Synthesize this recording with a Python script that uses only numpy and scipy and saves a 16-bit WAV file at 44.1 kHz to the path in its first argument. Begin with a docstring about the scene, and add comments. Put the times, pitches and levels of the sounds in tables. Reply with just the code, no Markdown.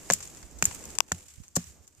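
"""A stone blade chops at a twig on a thin trunk in dry woodland, close to a small stereo camera.
Each blow knocks the wood, sets the trunk ringing low, cracks bark and snaps fibres.
Flying chips tick on the camera shell near the left microphone. Crumbs and dry leaves
rustle over a far hush and a light wind that buffets the microphone ports."""
import sys
import numpy as np
from scipy import signal
from scipy.fft import rfft, irfft
from scipy.io import wavfile
from scipy.ndimage import uniform_filter1d

SR = 44100
rng = np.random.default_rng(int(sys.argv[2]) if len(sys.argv) > 2 else 0)


def generate_wav(signal):
    """Clip the signal to [-1, 1] and save it as 16-bit WAV at the path in sys.argv[1]."""
    frames = np.transpose(np.atleast_2d(signal))
    scaled = np.clip(frames, -1, 1) * 32767
    pcm = np.round(scaled).astype(np.int16)
    wavfile.write(sys.argv[1], SR, pcm)


N = 88200


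def amp(db):
    return 10 ** (np.asarray(db) / 20)


def unit_rms(x):
    return x / np.sqrt(np.mean(x ** 2) + 1e-20)


def fader(points):
    """Gain over the whole scene, riding through (seconds, dB) points."""
    return amp(np.interp(np.arange(N) / SR, *np.transpose(points)))


def equalise(x, points):
    """Minimum-phase EQ through (Hz, dB) points."""
    hz, db = np.transpose(points)
    bin_hz = abs(np.fft.fftfreq(8192, 1 / SR))
    log_gain = np.interp(np.log(bin_hz + 1), np.log(hz), db) * np.log(10) / 20
    taps = np.fft.ifft(np.exp(np.conj(signal.hilbert(log_gain)))).real[:4096]
    return signal.oaconvolve(x, taps[None], axes=1)[:, :x.shape[1]]


def lowpass(x, hz):
    return signal.oaconvolve(x, signal.firwin(511, hz, window=("kaiser", 12), fs=SR)[None], "same")


def place(mix, start_s, sound, pan_db):
    """Mixes a sound in; pan is the level of the left side over the right."""
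    at = round(start_s * SR)
    part = mix[:, at:at + sound.shape[-1]]
    part += (sound * amp([[pan_db / 2], [-pan_db / 2]]))[:, :part.shape[1]]


def delay_left(x, lag_s):
    """Delays the left channel against the right; a negative lag makes it lead."""
    turn = np.exp(-1j * np.pi * lag_s * np.fft.rfftfreq(N, 1 / SR))
    return irfft(rfft(x) * np.array([turn, 1 / turn]), N)


def stereo_noise(size, correlation):
    left, other = rng.standard_normal((2, size))
    return np.array([left, correlation * left + np.sqrt(1 - correlation ** 2) * other])


def wobble(smooth_s):
    """Smooth random movement at unit RMS."""
    width = round(smooth_s * SR)
    return unit_rms(uniform_filter1d(uniform_filter1d(rng.standard_normal(N), width), width))


def strike(modes, contact_s, tilt_db, floor_hz, pitch=1, rebound_s=0, rebound=0):
    """Modes struck by a half-sine push and its rebound; little radiates below floor_hz; peak 1."""
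    t = np.arange(SR // 4) / SR
    ring = 0
    for hz, db, t60 in modes:
        level_db = db + tilt_db * np.log2(hz / modes[0][0])
        ring = ring + amp(level_db - 60 * t / t60) * np.sin(2 * np.pi * hz * pitch * t)
    push, bounce = (np.sin(np.pi * np.clip((t[:400] - s) / contact_s, 0, 1)) for s in (0, rebound_s))
    hit = np.convolve(ring, push + rebound * bounce)[:len(t)]
    hit = signal.sosfilt(signal.butter(2, floor_hz, "high", fs=SR, output="sos"), hit)
    return hit / abs(hit).max()


# Fader ride of the far hush. Each row: time in seconds, relative level in dB.
HUSH_RIDE = [(0, -50), (.2, -53.5), (.33, -56), (.5, -58), (.7, -53.5), (.96, -53.5), (.995, -67.5),
             (1.17, -60), (1.34, -72.5), (1.53, -68.5), (1.66, -66), (2, -69.5)]
# Its dark tone. Each row: frequency in Hz, gain in dB.
HUSH_EQ = [(60, 3), (150, 2), (300, 0), (700, -9), (1500, -17), (3000, -24.5), (7000, -28.5),
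           (15000, -30.5)]


def far_hush():
    """The distant woodland: a dark bed of noise that slowly breathes."""
    level = fader(HUSH_RIDE) * amp(5 + 2.0 * wobble(0.097))
    return level * unit_rms(equalise(stereo_noise(N, correlation=0.59), HUSH_EQ))


# Fader ride of the wind. Each row: time in seconds, relative level in dB.
WIND_RIDE = [(0, -59), (.3, -57), (.6, -60.5), (.75, -50), (.97, -72), (1.03, -66.5), (1.2, -63),
             (1.5, -66), (1.65, -55), (2, -71)]
# Its bassy tone. Each row: frequency in Hz, gain in dB.
WIND_EQ = [(20, -17.5), (35, -31.5), (75, 7), (100, -3.5), (160, -9), (300, -31.5)]


def wind():
    """Light wind: a wide, lumpy rumble."""
    level = fader(WIND_RIDE) * amp(3.5 + 2.2 * wobble(0.015))
    return level * unit_rms(equalise(stereo_noise(N, correlation=0.24), WIND_EQ))


# Wind buffeting a microphone port. Each row: centre in seconds, half length in seconds,
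# level on the louder side in dB, frequency in Hz, pan in dB.
PORT_PUFFS = [(0.181, 0.041, -48, 91, -2), (0.452, 0.024, -34.5, 58, -17), (0.569, 0.064, -36.5, 60.6, -24),
              (.68, 0.011, -25.5, 90, -6.5), (0.89, 0.044, -41, 68.4, -6), (1.385, 0.0062, -32, 76, -31.5),
              (1.404, 0.004, -30, 144, -41), (1.416, 0.012, -33.5, 60, -30), (1.808, 0.022, -43, 80, -21),
              (1.99, 0.011, -45.5, 100.7, -18)]


def wind_puffs():
    """Single puffs push the air in a port back and forth, each a soft low bump."""
    out = np.zeros((2, N))
    for centre_s, half_s, db, hz, pan_db in PORT_PUFFS:
        t = np.arange(-2 * half_s, min(2 * half_s, N / SR - centre_s), 1 / SR)
        swell = amp(db - abs(pan_db) / 2) * np.exp(-2 * (t / half_s) ** 2)
        place(out, centre_s + t[0], swell * np.sin(2 * np.pi * (hz * t + rng.random())), pan_db)
    return out


# Fader ride of the crumbs and leaves. 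Each row: time in seconds, relative level in dB.
RUSTLE_RIDE = [(0, -48), (.15, -46), (.25, -44.5), (.33, -49.5), (.45, -52), (.57, -61), (.68, -39),
               (.8, -45), (.96, -46), (.995, -68), (1.1, -52.5), (1.16, -46), (1.25, -53.5), (1.33, -49.5),
               (1.42, -57), (1.54, -69), (1.6, -48), (1.68, -50), (1.8, -70), (2, -59)]
# Their thin, dry tone. Each row: frequency in Hz, gain in dB.
RUSTLE_EQ = [(300, -59), (1000, 9), (2500, 10.5), (6000, -8), (10000, 10.5), (15000, 4.5)]


def leaf_rustle(clicks_per_s=2500):
    """Dense tiny clicks of crumbs and leaves; dull, middle and bright ones clump apart."""
    bands = 0
    for hz, db in [(2500, -5.0), (6000, 11.5), (11000, -4.5)]:
        sizes = amp(1.6 * np.minimum(rng.exponential(1, (2, N)), 5))
        fires = rng.random((2, N)) < clicks_per_s / SR
        clicks = sizes * fires * rng.choice([-1, 1], (2, N))
        clicks = unit_rms(clicks + 0.096 * clicks[::-1])  # a little bleed between the sides
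        clumps = clicks * amp(1.7 * wobble(0.0029))
        bands = bands + amp(db) * equalise(clumps, [(hz / 3, -15), (hz, 0), (hz * 2, -15)])
    flutter = amp(1.5 * wobble(0.0067))
    return amp(-8.5) * fader(RUSTLE_RIDE) * unit_rms(equalise(bands * flutter, RUSTLE_EQ))


# Chips landing. Each row: start in seconds, level in dB, pan in dB, tilt in dB per octave.
CHIP_HITS = [(0.9857, -19, 17.5, 0), (0.9869, -9, 11.5, 21), (1.005, -5.5, 27, 1.5)]
# Ring of the camera shell. Each row: frequency in Hz, relative level in dB, 60 dB decay in seconds.
SHELL_MODES = [(1080, 5.5, 0.0083), (1470, 0, 0.0062), (2856, 8, 0.0041), (3400, 3, 0.0045),
               (5280, 6, 0.0028), (6150, 5.5, 0.0016), (8400, 3.5, 0.0017), (9760, 4.5, 0.0024),
               (12100, -10, 0.0039)]


def chip_ticks():
    """Flying chips tick on the camera shell, reaching the left microphone first."""
    out = np.zeros((2, N))
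    for start_s, db, pan_db, tilt_db in CHIP_HITS:
        tick = strike(SHELL_MODES, contact_s=0.00007, tilt_db=tilt_db, floor_hz=810)
        place(out, start_s, amp(db) * tick, pan_db)
    return delay_left(out, lag_s=-0.00011)


# Bark giving way. Each row: peak time in seconds, attack in seconds, 60 dB decay in seconds,
# level in dB, pan in dB, tilt in dB per octave through the mids.
BARK_CRACKS = [(0.1013, 0.00047, 0.01, -22.5, -11.5, -4), (0.1078, 0.0032, 0.022, -27, 19, -2.5),
               (0.1212, 0.0018, 0.06, -27.5, -1, 3), (0.1226, 0.0029, 0.032, -31, 7, 3),
               (0.1367, 0.001, 0.028, -21.5, 0.5, 4.5), (0.146, 0.0035, 0.13, -40, 0, 1),
               (.205, 0.0028, 0.051, -42, 3, -3), (0.227, 0.0033, 0.074, -39, 3.5, 1),
               (0.349, 0.0019, 0.019, -46.5, 0, -0.5), (0.371, 0.0015, 0.054, -47.5, 3, 0),
               (0.429, 0.0029, .03, -46.5, -0.5, -3.5), (0.588, .003, 0.086, -48, 4.5, 3.5),
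               (0.6251, .0005, 0.014, -28.5, -25, -2), (0.629, 0.0036, 0.019, -34, 10, -2),
               (0.6414, 0.0049, 0.03, -29.5, 0, 3.5), (0.6558, 0.00065, 0.025, -29, -6, 12),
               (0.66, 0.0034, 0.2, -40.5, 1.5, -2), (0.711, 0.0015, 0.036, -44.5, 17, -4.5),
               (0.75, 0.008, 0.018, -49, -18, 5), (0.8539, 0.0008, 0.02, -38.5, 5, 6),
               (0.903, 0.0028, 0.052, -44.5, -2, 0.5), (0.952, 0.0026, 0.047, -44, 4, -2),
               (1.086, 0.0016, 0.013, -52, 2.5, -5), (1.1193, 0.00054, 0.014, -28, -9.5, -1.5),
               (1.1195, 0.001095, 0.013, -26.5, 13.5, -3), (1.1255, 0.0017, 0.022, -37, 2, 1),
               (1.146, 0.00059, 0.036, -45, 0, -0.5), (1.286, 0.0017, 0.15, -55.5, 3, 1.5),
               (1.436, 0.0015, 0.099, -53.5, 1.5, -1), (1.5564, 0.0034, 0.023, -34, 18.5, 5.5),
               (1.56, 0.0013, 0.022, -29.5, -15.5, 1.5), (1.564, 0.0023, 0.028, -20.5, 6, 3),
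               (1.571, 0.0017, 0.26, -44, 0.5, -1), (1.877, 0.0021, 0.032, -50.5, 5, 4)]


def bark_cracks():
    """Bark cracks in bursts of grainy noise that swell quickly and die away."""
    out, t = np.zeros((2, N)), np.arange(SR // 5) / SR
    for peak_s, rise_s, t60, db, pan_db, tilt_db in BARK_CRACKS:
        grain = amp(0.84 * unit_rms(uniform_filter1d(rng.standard_normal(len(t)), size=16)))
        envelope = np.where(t < rise_s, (t / rise_s) ** 2, amp(-60 * (t - rise_s) / t60))
        burst = stereo_noise(len(t), correlation=0.16) * grain * envelope
        burst *= np.linalg.norm(envelope) / np.linalg.norm(burst, axis=1)[:, None]  # equal energy
        tone = [(300, -13 - 3 * tilt_db), (800, -3 * tilt_db), (6400, 0.0038),
                (11000, tilt_db - 1.5), (16000, tilt_db - 9.0)]
        place(out, peak_s - rise_s, amp(db) * equalise(burst, tone), pan_db)
    return out


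# Fibre snaps and crumb ticks. Each row: start in seconds, relative level in dB, pan in dB, pitch ratio.
FIBRE_SNAPS = [(0.1084, -19.5, 16, .9), (0.1351, -9, 8, 1.05), (0.2748, -38, 13, .96), (.512, -45, -7, .99),
               (.5854, -44, .5, 1.02), (0.625, -17, -9.5, .98), (0.654, -7.5, 7, .99),
               (.7472, -33, -8, 1.13), (0.84, -34, 7, .99), (0.9524, -32, -1.5, 1.15),
               (1.12, -17.5, -9.5, .99), (1.283, -45, 1, .97), (1.481, -39, 8.5, .9), (1.487, -44, -5, 1.1),
               (1.558, -35, 9, .99), (1.5661, -20, 1, .99), (1.642, -39, -10, .85), (1.87, -54, -14, .95),
               (1.878, -49, 6, 1.08), (1.95, -53, -8, .97), (1.975, -57, -15, 1.2)]
# Ring of a fibre. Each row: base frequency in Hz, relative level in dB, 60 dB decay in seconds.
FIBRE_MODES = [(3000, -6, 0.0036), (5450, -2, 0.004), (7070, 8, 0.004), (8700, -0.5, 0.0065),
               (11000, 0, .005), (14000, 1.5, 0.0054)]


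def fibre_snaps(attack_s=0.00032):
    """Single fibres snap and crumbs tick, each a tiny bright ring with a softened attack."""
    out = np.zeros((2, N))
    fade_in = np.minimum(np.arange(SR // 4) / SR / attack_s, 1)
    for start_s, db, pan_db, pitch in FIBRE_SNAPS:
        snap = strike(FIBRE_MODES, contact_s=0.00006, tilt_db=0, floor_hz=1500, pitch=pitch)
        place(out, start_s, amp(db) * fade_in * snap, pan_db)
    return out


# Knock of the twig. Each row: base frequency in Hz, relative level in dB, 60 dB decay in seconds.
TWIG_MODES = [(555, -5, 0.03), (733, -11.5, 0.053), (790, -7.5, 0.021), (960, -8.5, 0.015),
              (1112, -3.5, 0.023), (1447, -2.5, 0.021), (1752, 9, 0.01), (2070, -2, 0.016),
              (2720, -1.5, 0.012), (2940, -4, .01)]
# Low body of the trunk. Each row: frequency in Hz, relative level in dB, 60 dB decay in seconds.
TRUNK_MODES = [(89, -3.5, 0.17), (129.6, 0.5, 0.094), (174.7, 12, 0.097), (232, 3.5, 0.099),
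               (299.4, -27, .04), (396, -5.5, 0.061), (541, -11, 0.035), (670, -3, 0.038)]
# The blade landing. Each row: start in seconds, knock level in dB, contact in seconds, twig tilt in dB
# per octave, twig pitch ratio, rebound delay in seconds, rebound share, trunk level in dB, trunk delay
# in seconds, trunk contact in seconds, trunk tilt in dB per octave, knock pan in dB.
BLADE_BLOWS = [(0.1015, -7.5, 0.00026, 1, 0.97, 0.0007, -0.12, -25, 0.0089, 0.0011, 0.5, 2),
               (0.1083, -23, 0.00091, -17, 1.01, 0.0012, -0.3, -38, 0.0024, 0.0013, 15, 3),
               (0.625, -10, 0.00015, 12.5, 0.9, 0.0028, 0.17, -24.5, 0.0054, 0.0017, 0, 5.5),
               (1.1182, -16.5, 0.00041, 5, 1.01, 0.00191, -0.32, -24, 0.0042, 0.0037, -13, 5),
               (1.5673, -20.5, 0.00061, -6, 1, 0.0013, -0.12, -17.5, 0.004, 0.0015, 2.5, 4)]


def blade_chops():
    """The stone knocks the twig; a moment later a softer push sets the trunk ringing low."""
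    out = np.zeros((2, N))
    for (start_s, knock_db, contact_s, tilt_db, pitch, rebound_s, rebound,
         trunk_db, trunk_delay_s, trunk_contact_s, trunk_tilt_db, pan_db) in BLADE_BLOWS:
        knock = strike(TWIG_MODES, contact_s, tilt_db, floor_hz=300,
                       pitch=pitch, rebound_s=rebound_s, rebound=rebound)
        body = strike(TRUNK_MODES, trunk_contact_s, trunk_tilt_db, floor_hz=75)
        place(out, start_s, amp(knock_db) * knock, pan_db)
        place(out, start_s + trunk_delay_s, amp(trunk_db) * body, pan_db=0)
    return out


def scene():
    """The tree up front, reaching the right microphone first, over leaves and air."""
    tree = delay_left(blade_chops() + fibre_snaps() + bark_cracks(), lag_s=0.00007)
    return tree + chip_ticks() + leaf_rustle() + far_hush() + wind() + wind_puffs()


# Tone of the left and right microphone ports. Each row: frequency in Hz, gain in dB.
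LEFT_PORT_EQ = [(30, -6), (2500, 1.5), (4000, -1), (5500, 4.5), (7300, 14), (8800, 2), (10000, -8.5),
                (12000, -9), (13900, -5), (14500, -9)]
RIGHT_PORT_EQ = [(30, -4.5), (2500, 0.5), (4000, 1), (5500, 8.5), (7300, 14.5), (8800, 4.5), (10000, -2),
                 (12000, 1), (13900, 2.5), (14500, 5)]


def record(dry):
    """Each microphone adds hiss and a treble peak; loud hits clip; the top end drops in two steps."""
    hissy = dry + amp(-93) * rng.standard_normal(dry.shape)
    ports = np.vstack([equalise(hissy[:1], LEFT_PORT_EQ), equalise(hissy[1:], RIGHT_PORT_EQ)])
    clipped = np.clip(ports, -0.82, 0.82)
    body = lowpass(clipped, hz=14700)
    faint_top = amp(-30.5) * (clipped - body)
    return lowpass(body + faint_top, hz=15900)


dry = scene()
out = record(dry)
generate_wav(out)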